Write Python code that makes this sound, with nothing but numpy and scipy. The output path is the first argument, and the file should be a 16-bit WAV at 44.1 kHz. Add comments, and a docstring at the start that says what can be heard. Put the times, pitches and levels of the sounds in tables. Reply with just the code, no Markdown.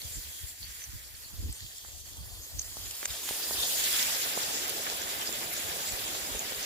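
"""Loose snow slides down a steep gully past two spaced microphones.
First a thin trickle of crystals hisses on the right, with clinks like jingling metal gear, while light
wind buffets each microphone on its own. Then the front of the slide crosses from the left, and after
three seconds the trickle grows into a broad hiss over a duller rush of tumbling clods. To the end,
the mass pours by on the right, with small hard clicks, ringing clinks and soft lumps tapping near by."""
import sys
import numpy as np
from scipy import signal
from scipy.io import wavfile

SR = 44100
rng = np.random.default_rng(int(sys.argv[2]) if len(sys.argv) > 2 else 0)


def int16_out(signal):
    """Quantize to a 16-bit WAV file."""
    q = np.round(np.clip(np.atleast_2d(signal).T, -1, 1) * 32767)
    wavfile.write(sys.argv[1], SR, q.astype(np.int16))


N = 293265

# tone colour of rubbing crystals: f/Hz, level/dB
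CRYSTAL_SPECTRUM = [(900, -15), (1600, -6.5), (2100, -5.5), (2750, -2), (3400, 0), (4200, -2), (5000, 4.5),
                    (5900, -2.5), (7000, -0.5), (8000, -4.5), (8750, -7), (9700, -3), (10500, -3.5),
                    (12500, -5), (15500, -5)]
CLUMP_DB, CLUMPS_PER_S = 3, 18  # larger impacts come in bunches
SIDE_LAG = 23  # samples by which a sound on the far right reaches the left microphone late
PAN = np.array([[.5], [-.5]])  # splits a left-minus-right level between the two sides


def crystal_hiss(level_db, treble_db, low_db, front):
    """Crystals rub and shatter all over the slope, so the two sides hear little in common."""
    # how alike the two sides sound: f/Hz, likeness (0 to 1)
    likeness = [(900, .7), (1800, .45), (3000, .25), (5000, .15), (8000, .25), (15000, .12)]
    trickle_db, full_db = -43.5, -41  # between these levels the trickle turns into the full slide
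    fullness = np.clip((level_db - trickle_db) / (full_db - trickle_db), 0, 1)
    grains = impacts(per_s=450, spread_db=3, share=0.047)
    pair = flickering_bands(grains, CRYSTAL_SPECTRUM, likeness, shared_db=0.12, own_db=1.23,
                            own_rate=17.6, top_db=treble_db, bottom_db=low_db, front=front)
    sparkle = singing(fullness) + from_db(-10) * crystal_glints() + grain_ticks()
    pair = pair + delay_left(sparkle, SIDE_LAG * front[0])
    return from_db(level_db) * pair * from_db(-0.8 * PAN)


def singing(fullness, alike=0.15, waver_db=6.5):
    """Noise rings at a few pitches that swell and sink; the slide favours other ones than the trickle."""
    # pitches in the hiss: f/Hz, rough width/Hz, level in the trickle/dB, level in the full slide/dB
    pitches = [(1894, 240, -17.5, -20), (3300, 150, -15, -27.5), (3530, 460, -40, -13),
               (4470, 76, -15.5, -28), (4970, 210, -13.5, -14.5), (6210, 84, -15.5, -37),
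               (6800, 230, -15, -14), (7200, 370, -9.5, -14)]
    out, white = 0, rng.standard_normal((2, 2, N))
    for k, (hz, width, thin_db, full_db) in enumerate(pitches):
        ring_s = 0.95 / width
        mid, side = ring(ring(white[k % 2], hz, ring_s), hz, ring_s)
        level_db = thin_db + (full_db - thin_db) * fullness + waver_db * np.tanh(drift(14))
        out = out + rms_one(stereo(mid, side, alike)) * from_db(level_db)
    return out


def crystal_glints(per_s=700, cycles=140):
    """Small crystals, scratched at random, ring briefly, each at its own pitch and place."""
    sizes = from_db(1.1 * np.minimum(rng.exponential(1, N), 4)) * bunched_hits(per_s, N)
    pitch_index = rng.integers(0, 36, N)
    pan = from_db(np.clip(rng.normal(0, 6.1, N), -12, 12) * PAN)
    out, grit = 0, rng.standard_normal(N)
    for k, hz in enumerate(np.geomspace(1200, 15000, 36)):
        fading_hits = signal.lfilter([1], [1, -.93], sizes * (pitch_index == k) * pan + 1e-18)
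        scratch = fading_hits * np.roll(grit, 997 * k)
        out = out + ring(scratch, hz, cycles / hz) * from_db(at_hz(CRYSTAL_SPECTRUM, hz)) * hz ** 1.47
    return rms_one(out)


def grain_ticks(per_s=70, base_db=9, spread_db=1.5):
    """Single hard grains strike near by: needle-thin ticks that both microphones hear."""
    sizes = from_db(base_db + spread_db * np.minimum(rng.exponential(1, N), 4)) * rng.choice([-1, 1], N)
    pan = from_db(np.clip(rng.normal(0, 4, N), -10, 10) * PAN)
    hits = rng.random(N) < per_s / SR
    return filtered(sizes * pan * hits + 1e-18, 1, [1500, 11000], "band")


def clod_rush(level_db, front):
    """Clods tumble in the moving mass and make a dull rush."""
    # tone colour of the clods: f/Hz, level/dB
    spectrum = [(75, -25), (120, -16), (200, -16), (400, -10.5), (700, -9.5), (1200, -15), (2000, -26),
                (3500, -24.5)]
    # how alike the two sides sound: f/Hz, likeness (0 to 1)
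    likeness = [(80, .85), (300, .9), (700, .8), (1200, .65), (2000, .4), (3500, .2)]
    clods = impacts(per_s=150, spread_db=1.5, share=0.18)
    pair = flickering_bands(clods, spectrum, likeness, shared_db=0.3, own_db=1.5, own_rate=12.3,
                            front=front)
    return from_db(level_db) * pair * from_db(-2.6 * PAN)


def level_dips():
    """The slide's level dips briefly and smoothly; the result is in dB."""
    # dips: t/s, length/s, depth/dB
    dips = [(0.566, 0.13, 3.5), (2.035, 0.071, 3.5), (3.071, 0.016, 8)]
    t = np.arange(N) / SR
    return sum(-db * np.cos(np.pi * np.clip((t - s) / length, -.5, .5)) ** 2 for s, length, db in dips)


def ringing_clicks(size=1500):
    """Small hard clicks: a crack of a millisecond or two, then a brief ring at one pitch."""
    # clicks: t/s, level/dB, f/Hz, cycles to fade by 60 dB
    clicks = [(0.017, -28.5, 4360, 32), (.629, -29, 4480, 50), (.642, -33, 4450, 70), (.668, -35, 4600, 60),
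              (.800, -39, 6150, 80), (.817, -39, 6200, 70), (.819, -34, 2800, 5), (.839, -28, 6210, 60.0),
              (.842, -33, 6160, 60), (.850, -39, 6200, 80), (1.15, -40, 4400, 60), (1.236, -42, 4430, 60),
              (1.605, -33, 4300, 34), (2.063, -42, 4430, 40), (1.526, -27, 8200, 43),
              (1.664, -35, 3300, 24), (1.782, -31, 7260, 47), (2.17, -33, 8140, 35.0),
              (2.586, -33, 6600, 40), (2.5917, -22, 6300, 66), (2.5948, -18.5, 6470, 60),
              (2.617, -28, 6430, 60.0), (2.91, -24, 7260, 8), (2.911, -32, 2600, 4),
              (2.952, -26, 9300, 80.0), (3.054, -20, 6500, 15), (3.0565, -15.5, 7330, 35),
              (3.097, -35, 3560, 11), (3.0572, -30, 4900, 30.0), (3.291, -24, 4950, 17),
              (3.596, -29, 3600, 20), (3.623, -28, 3720, 30), (3.632, -22, 3600, 37),
              (3.725, -26, 12600, 40.0), (3.84, -15, 7300, 23), (3.928, -18, 8950, 1.5),
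              (3.963, -16.5, 3370, 17), (3.995, -18.5, 3440, 12), (4.027, -17.5, 5300, 32),
              (4.128, -21, 3500, 3), (4.680, -23, 11500, 4), (4.694, -18.5, 11400, 9),
              (4.698, -21, 12000, 8), (4.700, -25, 11000, 8), (4.838, -24, 12500, 4), (4.876, -24, 3560, 4),
              (4.899, -19, 5000, 3.5), (5.018, -25, 7000, 40), (5.081, -29, 7000, 25),
              (5.213, -27, 5300, 30), (5.274, -25, 5070, 55.0), (5.326, -21.5, 7200, 35),
              (5.536, -24, 10600, 10), (5.581, -29, 6900, 30), (5.540, -25, 12500, 8),
              (5.598, -23, 11800, 10), (5.602, -27, 12800, 9), (5.865, -28, 7760, 25),
              (5.875, -24, 6900, 45.0), (5.889, -25, 7600, 30), (5.921, -25, 6900, 35),
              (5.961, -28, 8000, 15), (6.078, -27, 6900, 25), (6.392, -20.5, 6800, 60.0),
              (6.595, -32, 5600, 20.0), (6.629, -24, 6200, 39)]
    out, t = np.zeros((2, N + size)), np.arange(size) / SR
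    for (s, db, hz, cycles), noise in zip(clicks, rng.standard_normal((len(clicks), 3, size))):
        burst = (noise[0] + 0.79 * noise[1:]) * np.exp(-t / 0.0014) * (1 - np.exp(-t / 0.0001))
        tone = peak_one(ring(burst, hz, max(cycles, 5) / hz))
        crack = peak_one(ring(burst, hz, 0.52 / hz))
        crack_db = -11 - 0.1678 * cycles  # the clearer the ring, the weaker the crack
        out[:, round(s * SR):][:, :size] += from_db(db) * (tone + from_db(crack_db) * crack)
    return filtered(out[:, :N], 2, 1800, "high") * from_db(-2.4 * PAN)


def clinks(bounces_per_s=250):
    """Quick uneven bounces keep one pitch ringing; the early clinks are like jingling metal gear."""
    # clinks: t/s, length/s, f/Hz, level/dB
    events = [(0.094, 0.11, 7270, -43.5), (0.47, 0.042, 7400, -45), (0.606, 0.075, 4530, -49),
              (0.792, 0.076, 6100, -47.5), (1.544, 0.05, 8650, -47.5), (2.412, 0.056, 6410, -46),
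              (2.573, 0.054, 6260, -46), (2.607, .018, 7340, -40), (1.22, 0.065, 4400, -51),
              (3.103, 0.012, 3630, -38), (3.425, .025, 4900, -36), (3.525, 0.027, 4900, -36.5),
              (3.574, 0.046, 3630, -36), (3.619, 0.026, 3610, -31.5), (3.62, 0.024, 4400, -34),
              (3.777, .04, 7100, -35), (3.921, 0.042, 3450, -34), (4.855, 0.036, 1710, -40),
              (5.198, 0.043, 3120, -42), (5.323, 0.047, 7200, -42), (5.57, .03, 6830, -42),
              (5.68, .025, 7100, -42), (5.259, 0.034, 5020, -38), (5.328, .03, 3400, -40),
              (5.857, 0.07, 7800, -41), (5.862, 0.064, 6800, -43)]
    out = np.zeros((2, N))
    for s, length, hz, db in events:
        size = round(length * SR)
        bounces = rng.standard_normal((2, 9000)) * (0.47 + (rng.random(9000) < bounces_per_s / SR))
        tone = rms_one(ring(bounces[:, :size], hz, ring_s=0.016))
        out[:, round(s * SR):][:, :size] += from_db(db) * np.hanning(size) ** .5 * tone
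    return out


def lump_taps(size=800):
    """A soft lump of snow gives a sharp knock and hardly more than one cycle of a thud."""
    # tapping lumps: t/s, level/dB, f/Hz, left minus right/dB, place (-1 left to 1 right)
    taps = [(1.849, -39.5, 800, -8, 0.36), (1.886, -46, 880, -10, 0.62), (2.77, -34, 620, -4, -0.43),
            (3.030, -25.5, 1040, -5.5, 1), (3.0566, -17, 1630, -1, 0.93), (3.29, -23.5, 1430, 1, -0.23),
            (3.31, -29.5, 450, -5, -0.11), (3.510, -27, 586, -2, 0.095), (3.633, -31, 663, -3, 0.67),
            (3.891, -30, 680, -1, 0.98), (4.376, -21.5, 535, -3, 0.57), (4.868, -23, 1540, -4, 1),
            (5.226, -33, 550, -1, 0.95), (5.293, -28, 450, -2, 0.57), (6.15, -32, 610, -2, 0.53),
            (6.35, -32, 406, -2, 0.37), (6.522, -28.5, 580, -2, 0.67)]
    out, t = np.zeros((2, N + size)), np.arange(size) / SR
    for s, db, hz, pan_db, place in taps:
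        phase = hz * t - .75  # cycles from the middle of the tap
        thud = np.sin(2 * np.pi * phase) * np.exp(-(phase / 0.35) ** 2)
        knock = 0.27 * np.sin(4 * np.pi * phase) * np.exp(-(phase / 0.54) ** 2)
        pair = peak_one(thud + knock) * from_db(db + pan_db * PAN)
        out[:, round((s - .75 / hz) * SR):][:, :size] -= delay_left(pair, SIDE_LAG * place)
    return out[:, :N]


def wind(flutter_db=4.5, flutter_per_s=25.5, rise_db_per_s=600, fall_db_per_s=558):
    """Swirling air rumbles at each microphone on its own; each gust rises, holds and dies."""
    # steady buffeting: t/s, left level/dB, right level/dB
    breeze = [(0, -44, -64), (.35, -63, -83), (1.0, -54, -62), (1.75, -56.5, -80), (2.25, -46.5, -54),
              (2.75, -71, -49), (3.0, -65, -79), (3.3, -58, -70), (3.6, -76, -58.5), (4.65, -67, -60.5),
              (5.2, -66, -52), (6.65, -74, -58)]
    # gusts: t/s, hold/s, level/dB, left minus right/dB
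    gusts = [(0.047, 0.03, -44, -1), (0.177, 0.012, -36, 0), (0.285, 0.053, -60, -18),
             (0.438, 0.0085, -46, 11), (0.517, .01, -51.5, 0), (0.625, 0.026, -46.5, 6),
             (0.693, 0.0071, -43.5, -3), (0.888, 0.019, -50, -6), (0.944, 0.017, -40.5, -5),
             (1.04, 0.0094, -56, -5), (1.124, 0.044, -62, -6), (1.255, 0.024, -58, -5),
             (1.34, 0.0081, -42, -7), (1.397, 0.015, -36, -3), (1.464, 0.066, -33.5, 0.5),
             (1.637, 0.023, -42, -1), (1.833, 0.018, -60, 12), (1.954, 0.046, -62, 28),
             (2.082, 0.0091, -49, 5), (2.2, 0.039, -43, -4), (2.385, 0.022, -49, 6), (2.555, 0.03, -48, 9),
             (2.574, 0.025, -38, 1), (2.788, 0.027, -49.5, -10), (2.863, 0.08, -48, -1),
             (3.105, 0.02, -52, 21), (3.578, 0.057, -50, -7), (3.9, .02, -53, -10), (4.085, .03, -54, -9),
             (6.061, .03, -54, -8), (6.215, .03, -56, -8), (6.34, 0.042, -45, -5), (6.565, 0.036, -53, -7)]
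    # tone colour of the wind: f/Hz, level/dB
    spectrum = [(25, -12), (45, 4), (80, 5.5), (110, -2.5), (150, -15), (300, -18.5), (600, -38),
                (1000, -66)]
    # how alike the two sides sound: f/Hz, likeness (0 to 1)
    likeness = [(25, 0.13), (1000, 0.18)]
    t = np.arange(N) / SR
    flutter = np.array([drift(flutter_per_s), drift(flutter_per_s)])
    power = from_db(np.array(in_time(breeze)) + flutter_db * flutter) ** 2
    for s, hold, db, pan_db in gusts:
        before, after = np.maximum(s - hold / 2 - t, 0), np.maximum(t - s - hold / 2, 0)
        loss_db = rise_db_per_s * before + fall_db_per_s * after
        near = loss_db < 50
        power[:, near] += from_db(db - loss_db[near] + pan_db * PAN) ** 2
    white = rng.standard_normal((2, 2, N))
    pair = flickering_bands(white, spectrum, likeness, shared_db=0.5, own_db=-0.5, own_rate=22)
    return pair * np.sqrt(power)


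def impacts(per_s, spread_db, share):
    """Countless tiny impacts blur to noise; a share of the power is in larger single ones."""
    shape = (2, N)
    sizes = from_db(spread_db * np.minimum(rng.exponential(1, shape), 5)) * rng.choice([-1, 1], shape)
    blur = rng.standard_normal((2, 2, N))
    large = rms_one(sizes * bunched_hits(per_s, shape))
    return np.sqrt(1 - share) * blur + np.sqrt(share) * large


def bunched_hits(per_s, shape):
    """True wherever an impact lands; the chance drifts, so they come in bunches."""
    return rng.random(shape) < per_s * from_db(CLUMP_DB * drift(CLUMPS_PER_S)) / SR


def flickering_bands(source, spectrum, likeness, shared_db, own_db, own_rate,
                     top_db=0, bottom_db=0, front=(1, 0)):
    """Shapes noise in third-octave stereo bands that flicker all together and with their neighbours."""
    # how late the left microphone hears snow on the far right: f/Hz, delay/samples
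    lags = [(60, 6), (190, 6), (380, 13), (760, 15), (1500, 20), (3000, 24), (16000, 24)]
    place, compact = front
    count = round(3 * np.log2(spectrum[-1][0] / spectrum[0][0]))
    edges = np.geomspace(spectrum[0][0], spectrum[-1][0] * 1.1, count + 1)
    out, power = 0, 0
    together, below = drift(8.3) + drift(57.4), drift(own_rate)
    for k, (low, high) in enumerate(zip(edges, edges[1:])):
        mid, side = filtered(source[k % 2], 2, [low, high], "band")
        hz, own = np.sqrt(low * high), drift(own_rate)
        alike = np.clip(at_hz(likeness, hz) * (1 - compact) + compact, -1, 1)
        band = from_db(at_hz(spectrum, hz)) * stereo(mid, side, alike)
        treble_db = top_db * np.clip(2 * np.log2(hz / 6500), 0, 1)
        low_db = bottom_db * np.clip(np.log2(3600 / hz), 0, 1)
        calming = min(6500 / hz, 1)  # the highest bands flicker less
        flicker_db = shared_db * together + own_db * calming * (own + below)
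        out = out + delay_left(band, at_hz(lags, hz) * place) * from_db(flicker_db + treble_db + low_db)
        power, below = power + np.mean(band ** 2), own
    return out / np.sqrt(power)


def ring(x, hz, ring_s):
    """Each click in x starts a tone that fades by 60 dB in ring_s seconds."""
    decay, step = from_db(-60 / (ring_s * SR)), 2 * np.pi * hz / SR
    return signal.lfilter([np.sin(step)], [1, -2 * decay * np.cos(step), decay * decay], x)


def drift(rate):
    """A smooth random wobble of size about 1; a higher rate makes it quicker."""
    decay = np.exp(-80 * np.pi * rate / SR)
    noise = rng.standard_normal(N // 40 + 2002)  # one value every 40 samples
    slow = signal.lfilter([1], [1, -2 * decay, decay * decay], noise)[2000:]
    return np.interp(np.arange(N) / 40, np.arange(len(slow)), rms_one(slow))


def stereo(mid, side, alike):
    """Left and right from a common part and an opposite part."""
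    return np.sqrt(1 + alike) * mid + np.sqrt(1 - alike) * side * [[1], [-1]]


def delay_left(pair, lag):
    """The left side hears the sound lag samples later (earlier if negative)."""
    size = pair.shape[1]
    index = np.clip(np.arange(size) - np.round(lag).astype(int), 0, size - 1)
    return np.array([pair[0][index], pair[1]])


def filtered(x, order, hz, kind):
    """Keeps the highs or one band; a higher order cuts more steeply."""
    return signal.sosfilt(signal.butter(order, hz, kind, fs=SR, output="sos"), x)


def in_time(rows):
    """Turns a timed table into curves with one value a sample."""
    s, *columns = np.transpose(rows)
    return [np.interp(np.arange(N) / SR, s, column) for column in columns]


def at_hz(points, hz):
    """Reads a table at a frequency, with octaves evenly spaced."""
    freqs, values = np.transpose(points)
    return np.interp(np.log(hz), np.log(freqs), values)


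def from_db(db):
    """Turns decibels into a gain."""
    return 10 ** (np.asarray(db) / 20)


def rms_one(x):
    """Scales to an average power of 1."""
    return x / np.sqrt(np.mean(x ** 2) + 1e-20)


def peak_one(x):
    """Scales to a peak of 1."""
    return x / np.abs(x).max()


def scene():
    """The slide, the clicks and clinks, the lumps and the wind, left and right."""
    # strength of the slide: t/s, hiss/dB, extra treble/dB, extra low hiss/dB, rush of clods/dB
    slide_levels = [(0.0, -45, 5.5, 0.5, -60), (0.5, -46.5, 6.5, 0.5, -63.5), (0.8, -47.5, 4.5, 7, -67.5),
                    (1.1, -51, 6.5, 6.5, -64.5), (1.75, -47, 2, -10, -66), (2.3, -49.5, 5.5, -2.5, -60),
                    (2.6, -47.5, 5.5, -7, -61.5), (3.0, -41.5, 4, 0, -58), (3.085, -41, 6, 1, -53.5),
                    (3.105, -39, 4, 3, -53.5), (3.2, -39, 2.5, -3, -54), (3.35, -35.5, 4.5, 0.5, -48.5),
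                    (3.5, -36.5, 6, -4, -48.5), (3.62, -32, 2.5, -9, -46), (3.68, -32.5, 3.5, -8, -47.5),
                    (3.82, -32, 6, 4.5, -46), (4.02, -29, 2, 6, -45), (4.1, -33, 4, 6.5, -45),
                    (4.6, -35, 1, 4.5, -43.5), (5.1, -37.5, 2.5, 7.5, -44.5), (5.9, -37, 3, 6, -45),
                    (6.2, -37, 1.5, 4, -44), (6.65, -37.5, 1.5, 8, -46)]
    # path of the snow: t/s, place (-1 left to 1 right), share from one compact front (0 to 1)
    path = [(0, 0.92, 0.04), (1.15, 0.98, 0.24), (1.45, -0.27, 0.4), (2.0, -0.5, 0), (2.4, -0.3, 0.5),
            (2.8, -0.19, 0.2), (3.3, 0, 0), (3.6, 0.2, 0), (3.82, 0.97, 0.02), (6.65, 0.97, 0)]
    hiss_db, treble_db, low_db, rush_db = in_time(slide_levels)
    front = in_time(path)
    slide = crystal_hiss(hiss_db, treble_db, low_db, front) + clod_rush(rush_db, front)
    clinking = delay_left(ringing_clicks() + clinks(), SIDE_LAG * front[0])
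    return slide * from_db(level_dips()) + clinking + lump_taps() + wind()


def record(dry, cutoff_hz=16000):
    """The deepest bass is softened and the highest treble is cut."""
    dry = filtered(dry, 3, 32, "high")
    return signal.sosfilt(signal.cheby2(22, 80, cutoff_hz, fs=SR, output="sos"), dry)


dry = scene()
out = record(dry)
int16_out(out)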